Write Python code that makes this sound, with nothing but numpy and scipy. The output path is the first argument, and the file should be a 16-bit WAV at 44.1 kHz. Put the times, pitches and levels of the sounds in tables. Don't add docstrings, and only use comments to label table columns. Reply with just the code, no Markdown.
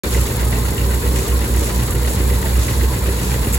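import sys
import numpy as np
from scipy import signal
from scipy.fft import rfft, irfft
from scipy.io import wavfile

SR = 44100
rng = np.random.default_rng(int(sys.argv[2]) if len(sys.argv) > 2 else 0)


def dump(signal):
    limited = np.clip(np.atleast_2d(signal).T, -1, 1)
    pcm = np.round(limited * 32767).astype(np.int16)
    wavfile.write(sys.argv[1], SR, pcm)


N = 157878
T, HZ = np.arange(N) / SR, np.maximum(np.fft.rfftfreq(N, 1 / SR), 1)

CYCLE_HZ, THUMP_S, IN_STEP_S = 7.89, .0628, 2.565
SPEED_WANDER_S = 0.00016
# (time [s], rate [Hz])
DRUM_SPEED_HZ = [(0, 59.8), (.35, 60.35), (.9, 59.8), (1.3, 59.1), (1.6, 59.85), (2.25, 59.7), (2.55, 60.1),
                 (2.85, 59.85), (3.5, 59.95)]
BLOWER_SPEED_HZ = [(.35, 64.55), (.7, 64.1), (1.6, 63.9), (2.5, 63.77), (3.5, 63.7)]
# (time [s], relative level [dB])
DRUM_LEVEL_DB = [(0, -2), (.5, 3.5), (.95, -0.5), (1.35, 0), (1.85, 2.5), (2.3, -1), (3.5, 0)]
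BLOWER_LEVEL_DB = [(.3, -7), (.9, 0), (1.2, -6.5), (1.5, 3), (1.9, -.5), (2.3, -0.5), (3.5, 2)]
# (multiple of the rate, level [dB])
ENGINE_ORDERS = [(5, -52), (7, -32), (8, -26), (9, -38), (11, -42), (12, -35), (13, -39.5), (15, -42),
                 (16, -40.5)]
DRUM_ORDERS = [(1, -23), (2, -32), (4, -38), (8, -46)]
BLOWER_ORDERS = [(1, -21), (2, -43)]
# (frequency [Hz], resonance width [Hz], level [dB])
DRONES = [(124.7, 4.9, -33.5), (186.75, 7.8, -35.5), (926, 60, -49.5), (216.6, 7.5, -40.5),
          (1063, 8.3, -49), (5540, 24, -55)]

# (time in cycle [s], relative clatter level [dB], relative thud level [dB])
KNOCKS = [(0.017, -2, -8.5), (0.0465, -2.5, 1)]
KNOCK_RISE_S, KNOCK_FALL_S, KNOCK_JITTER_S = 0.0042, 0.01, .0006
KNOCK_DB, KNOCK_SCATTER_DB, KNOCK_LIKENESS = -29, 0.66, 0.64
THUD_DB, THUD_HZ, THUD_WIDTH_HZ, THUD_RISE_S, THUD_FALL_S = -24.5, 300, 370, 0.0018, 0.0044
# (time [s], relative level [dB], frequency that rings most [Hz])
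HARD_KNOCKS = [(.147, -1, 2050), (.401, -9, 1920), (.525, -3, 1950), (.778, 0.5, 2890), (.905, -4, 1500),
               (1.159, -7, 1980), (2.297, -3, 1870), (2.456, -6, 1930), (2.679, 3, 1970), (2.807, -6, 1900),
               (3.315, -4, 1810), (3.345, -9, 1910), (3.539, 7, 2300)]
HARD_RISE_S, HARD_FALL_S, HARD_FOCUS_DB_PER_OCTAVE = .0016, 0.01, 32
# (frequency [Hz], resonance width [Hz], relative level [dB])
KNOCK_MODES = [(1452, 190, -7.5), (1930, 280, -3.5), (2400, 610, -11), (2823, 450, -4.5)]
CLATTER_LEAD_S = 0.00045

# (frequency [Hz], relative level per Hz [dB])
RUMBLE_SPECTRUM_DB = [(10, -40), (26, -12), (42, -7.5), (65, -0.5), (82, 1.5), (105, 0), (150, -4),
                      (260, -11), (340, -10.5), (450, -12), (560, -16.5), (680, -23.5), (1000, -20.5),
                      (1600, -50), (4000, -77)]
RUMBLE_DB, RUMBLE_FLUTTER_DB = -24, 1.5
# (frequency [Hz], resonance width [Hz], relative level [dB])
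BOOM_MODES = [(319, 33, -5.5), (392.6, 41, 0), (444, 28, -10), (482.5, 23, -2), (556, 38, -8.5)]
# (time [s], level [dB])
BOOM_LEVEL_DB = [(0, -32), (.7, -35), (1.2, -30), (1.55, -34), (1.95, -36.5), (2.25, -30.5), (2.45, -36.5),
                 (2.8, -36), (3.5, -34)]
# (time [s], level [dB])
JOLTS = [(.065, -31), (.172, -28.5), (1.62, -28), (2.335, -28), (2.68, -36), (2.845, -31), (3.1, -33)]
JOLT_S = 0.015
# (frequency [Hz], relative level per Hz [dB])
RATTLE_SPECTRUM_DB = [(200, -4), (450, -9.5), (700, -3.5), (980, 3), (1250, -1.5), (1800, -1.5), (2300, -6),
                      (3150, -8), (3500, -4), (4400, -4), (5300, -10.5), (7000, -9.5), (9000, -58),
                      (14000, -42)]
RATTLE_DB, RATTLE_FLUTTER_DB = -31, 1.5
PANEL_LOW_HZ, PANEL_HIGH_HZ, PANEL_TAPS_PER_S = 300.7, 2648, 9
PANEL_RING_S = 0.13
PANEL_DB, PANEL_TILT_DB_PER_OCTAVE = -35.5, -1.5

# (frequency [Hz], relative level per Hz [dB])
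STRAW_SPECTRUM_DB = [(2500, -16), (4500, -10), (6000, -11), (7300, 1), (9000, -.5), (10700, 1.5),
                     (13000, -2), (15700, -4.5)]
STRAW_DB, STRAW_FLUTTER_DB = -28.5, 1.5
CRACKLES_PER_S, CRACKLE_S, CRACKLE_SIZE, CRACKLE_SPREAD_DB = 440, 0.00062, 0.64, 3
# (time [s], relative level [dB])
SURGES = [(.13, 1.5), (.62, -18), (1.165, 0.5), (1.6, -0.5), (1.78, -8.5), (2.09, -2.5), (2.62, 0.5),
          (3.24, -1)]
SURGE_RISE_S, SURGE_FALL_S, SURGE_DB = 0.023, 0.11, -30.5
# (frequency [Hz], relative level per Hz [dB])
SURGE_SPECTRUM_DB = [(1200, -11), (2500, 8.5), (4200, 5), (7300, 10.5), (10000, 9), (15000, -10)]
# (frequency [Hz], likeness [0-1])
SURGE_LIKENESS = [(4000, 0), (6000, 0.1), (8500, 1)]
SPURT_AT_S, SPURT_DB, SPURT_S = 3.544, 11.5, .009
# (time [s], level [dB])
SNAPS = [(0.141, -32), (.945, -22), (1.908, -15)]
SNAP_S = 0.0012
HISS_LAG_S = 0.0002207

# (frequency [Hz], likeness [0-1])
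LIKENESS = [(60, .99), (125, .96), (250, .88), (450, .9), (750, 0), (1500, .9)]
# (frequency [Hz], level difference [dB])
BALANCE_DB = [(60, -2.5), (110, -1.9), (380, 0.1), (700, 1.8), (2400, -0.3), (15000, -0.3)]
START_S, STOP_BAND_HZ = .035, 16600


def from_db(db):
    return 10 ** (np.asarray(db) / 20)


def rms_one(x):
    return x / np.sqrt(np.mean(x ** 2) + 1e-20)


def over_hz(points):
    hz, value = np.transpose(points)
    return np.interp(np.log(HZ), np.log(hz), value)


def over_time(points):
    return np.interp(T, *np.transpose(points))


def shaped(x, gain):
    return rms_one(irfft(rfft(x) * gain, N))


def drift(rate_hz):
    return shaped(rng.standard_normal(N), 1 / (1 + (HZ / rate_hz) ** 2))


def resonance(hz, width_hz):
    return 1 / (1 + 1j * (HZ ** 2 - hz ** 2) / (HZ * width_hz))


def bump(at_s, width_s):
    return np.exp(-((T - at_s) / width_s) ** 2 / 2)


def stereo_noise(gain, likeness, lag_s=0, envelope=1):
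    alike = np.clip(likeness, -.995, .995)
    mid, side = rfft(rng.standard_normal((2, N)) * envelope)
    mid = mid * np.sqrt(1 + alike)
    side = side * np.sqrt(1 - alike)
    left = (mid + side) * np.exp(-2j * np.pi * HZ * lag_s)
    right = mid - side
    return rms_one(irfft(gain * np.array([left, right]), N))


def impacts(per_s, fall_s, size, spread_db):
    struck = rng.random(N) < per_s / SR
    hits = struck * size * from_db(spread_db * np.minimum(rng.exponential(1, N), 4))
    power_fade = np.exp(-2 / (fall_s * SR))
    power = signal.lfilter([1], [1, -power_fade], hits ** 2 + 1e-18)
    return np.sqrt(1 + power)


def burst(start_s, rise_s, fall_s):
    first = max(0, int(start_s * SR))
    age_s = T[:max(0, min(SR // 10, N - first))]
    shape = 2 * (1 - np.exp(-age_s / rise_s)) * np.exp(-age_s / fall_s)
    return slice(first, first + len(age_s)), shape


def panels(count=36):
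    out = np.zeros((2, N))
    fade = from_db(-60 / (PANEL_RING_S * SR))
    modes_hz = np.geomspace(PANEL_LOW_HZ, PANEL_HIGH_HZ, count) * rng.uniform(0.96, 1.03, count)
    for hz in modes_hz:
        taps = (rng.random(N) < PANEL_TAPS_PER_S / SR) * rng.uniform(-1.21, 1, N)
        w = 2 * np.pi * hz / SR
        ring = signal.lfilter([0, np.sin(w)], [1, -2 * fade * np.cos(w), fade ** 2], taps + 1e-18)
        late = int(rng.random() * CLATTER_LEAD_S * SR)
        tilt_db = PANEL_TILT_DB_PER_OCTAVE * np.log2(hz / PANEL_LOW_HZ)
        out += from_db(tilt_db) * np.array([ring, np.roll(ring, late)])
    return from_db(PANEL_DB) * rms_one(out)


def rumble():
    flutter = from_db(RUMBLE_FLUTTER_DB * drift(27))
    colour = from_db(over_hz(RUMBLE_SPECTRUM_DB))
    return from_db(RUMBLE_DB) * stereo_noise(colour, over_hz(LIKENESS), envelope=flutter)


def boom():
    jolts = sum(from_db(db) * bump(at_s, JOLT_S) for at_s, db in JOLTS)
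    colour = sum(from_db(db) * np.abs(resonance(hz, width)) ** 2 for hz, width, db in BOOM_MODES)
    return (from_db(over_time(BOOM_LEVEL_DB)) + jolts) * stereo_noise(colour, over_hz(LIKENESS))


def rattle():
    flutter = from_db(RATTLE_FLUTTER_DB * drift(33))
    shaking = flutter * impacts(per_s=110, fall_s=0.0027, size=.6, spread_db=1.5)
    colour = from_db(over_hz(RATTLE_SPECTRUM_DB))
    noise = stereo_noise(colour, likeness=0.077, lag_s=-CLATTER_LEAD_S, envelope=shaking)
    return from_db(RATTLE_DB) * noise


def straw():
    flutter = from_db(STRAW_FLUTTER_DB * drift(106))
    crackle = flutter * impacts(CRACKLES_PER_S, CRACKLE_S, CRACKLE_SIZE, CRACKLE_SPREAD_DB)
    spurt = bump(SPURT_AT_S, SPURT_S)
    surges = sum(from_db(db) * bump(at_s, np.where(T < at_s, SURGE_RISE_S, SURGE_FALL_S))
                 for at_s, db in SURGES)
    snaps = sum(from_db(db) * (T >= at_s) * np.exp(-np.abs(T - at_s) / SNAP_S) for at_s, db in SNAPS)
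    hiss = stereo_noise(from_db(over_hz(STRAW_SPECTRUM_DB)), -1, HISS_LAG_S, crackle)
    rush_colour = from_db(over_hz(SURGE_SPECTRUM_DB))
    rush = stereo_noise(rush_colour, -over_hz(SURGE_LIKENESS), HISS_LAG_S, crackle)
    hiss_level = from_db(STRAW_DB + SPURT_DB * spurt) + snaps
    rush_level = from_db(SURGE_DB) * (surges + spurt)
    return hiss_level * hiss + rush_level * rush


def knocks():
    clatter, thud = np.zeros((len(KNOCK_MODES), N)), np.zeros(N)
    for cycle_s in np.arange(0, N / SR, 1 / CYCLE_HZ):
        for at_s, db, thud_db in KNOCKS:
            start_s = cycle_s + at_s + KNOCK_JITTER_S * rng.normal()
            span, shape = burst(start_s, KNOCK_RISE_S, KNOCK_FALL_S)
            modes_db = db + KNOCK_SCATTER_DB * rng.normal(size=(len(KNOCK_MODES), 1))
            clatter[:, span] += from_db(modes_db) * shape
            span, shape = burst(start_s, THUD_RISE_S, THUD_FALL_S)
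            thud[span] += from_db(thud_db + KNOCK_SCATTER_DB * rng.normal()) * shape
    for at_s, db, focus_hz in HARD_KNOCKS:
        span, shape = burst(at_s, HARD_RISE_S, HARD_FALL_S)
        octaves_off = np.abs(np.log2(np.array(KNOCK_MODES)[:, :1] / focus_hz))
        clatter[:, span] += from_db(db - HARD_FOCUS_DB_PER_OCTAVE * octaves_off) * shape
    metal = np.zeros((2, N))
    for level, (hz, width_hz, db) in zip(clatter, KNOCK_MODES):
        ring = stereo_noise(resonance(hz, width_hz) ** 2, KNOCK_LIKENESS, -CLATTER_LEAD_S)
        metal += from_db(db) * level * ring
    thud_noise = stereo_noise(resonance(THUD_HZ, THUD_WIDTH_HZ) ** 2, over_hz(LIKENESS))
    return from_db(KNOCK_DB) * metal + from_db(THUD_DB) * thud * thud_noise


def drones():
    return sum(from_db(db) * shaped(rng.standard_normal(N), resonance(hz, width) ** 2)
               for hz, width, db in DRONES)


def hum(rate_hz, orders, in_step_s):
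    turns = np.cumsum(rate_hz * np.ones(N)) / SR
    turns = turns - np.interp(in_step_s, T, turns)
    turns = turns + rate_hz * SPEED_WANDER_S * drift(1.3)
    return sum(np.sqrt(2) * from_db(db) * np.cos(2 * np.pi * order * turns) for order, db in orders)


def blower():
    return from_db(over_time(BLOWER_LEVEL_DB)) * hum(over_time(BLOWER_SPEED_HZ), BLOWER_ORDERS, IN_STEP_S)


def drum():
    return from_db(over_time(DRUM_LEVEL_DB)) * hum(over_time(DRUM_SPEED_HZ), DRUM_ORDERS, IN_STEP_S)


def engine():
    return hum(CYCLE_HZ, ENGINE_ORDERS, THUMP_S)


def scene():
    body = panels() + rumble() + boom() + rattle()
    mix = body + straw() + knocks() + drones() + blower() + drum() + engine()
    tilt_db = over_hz(BALANCE_DB) * np.array([[.5], [-.5]])
    return irfft(rfft(mix) * from_db(tilt_db), N)


def record(dry):
    low_pass = signal.cheby2(20, 80, STOP_BAND_HZ, fs=SR, output="sos")
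    return signal.sosfilt(low_pass, dry * (T >= START_S))


dry = scene()
out = record(dry)
dump(out)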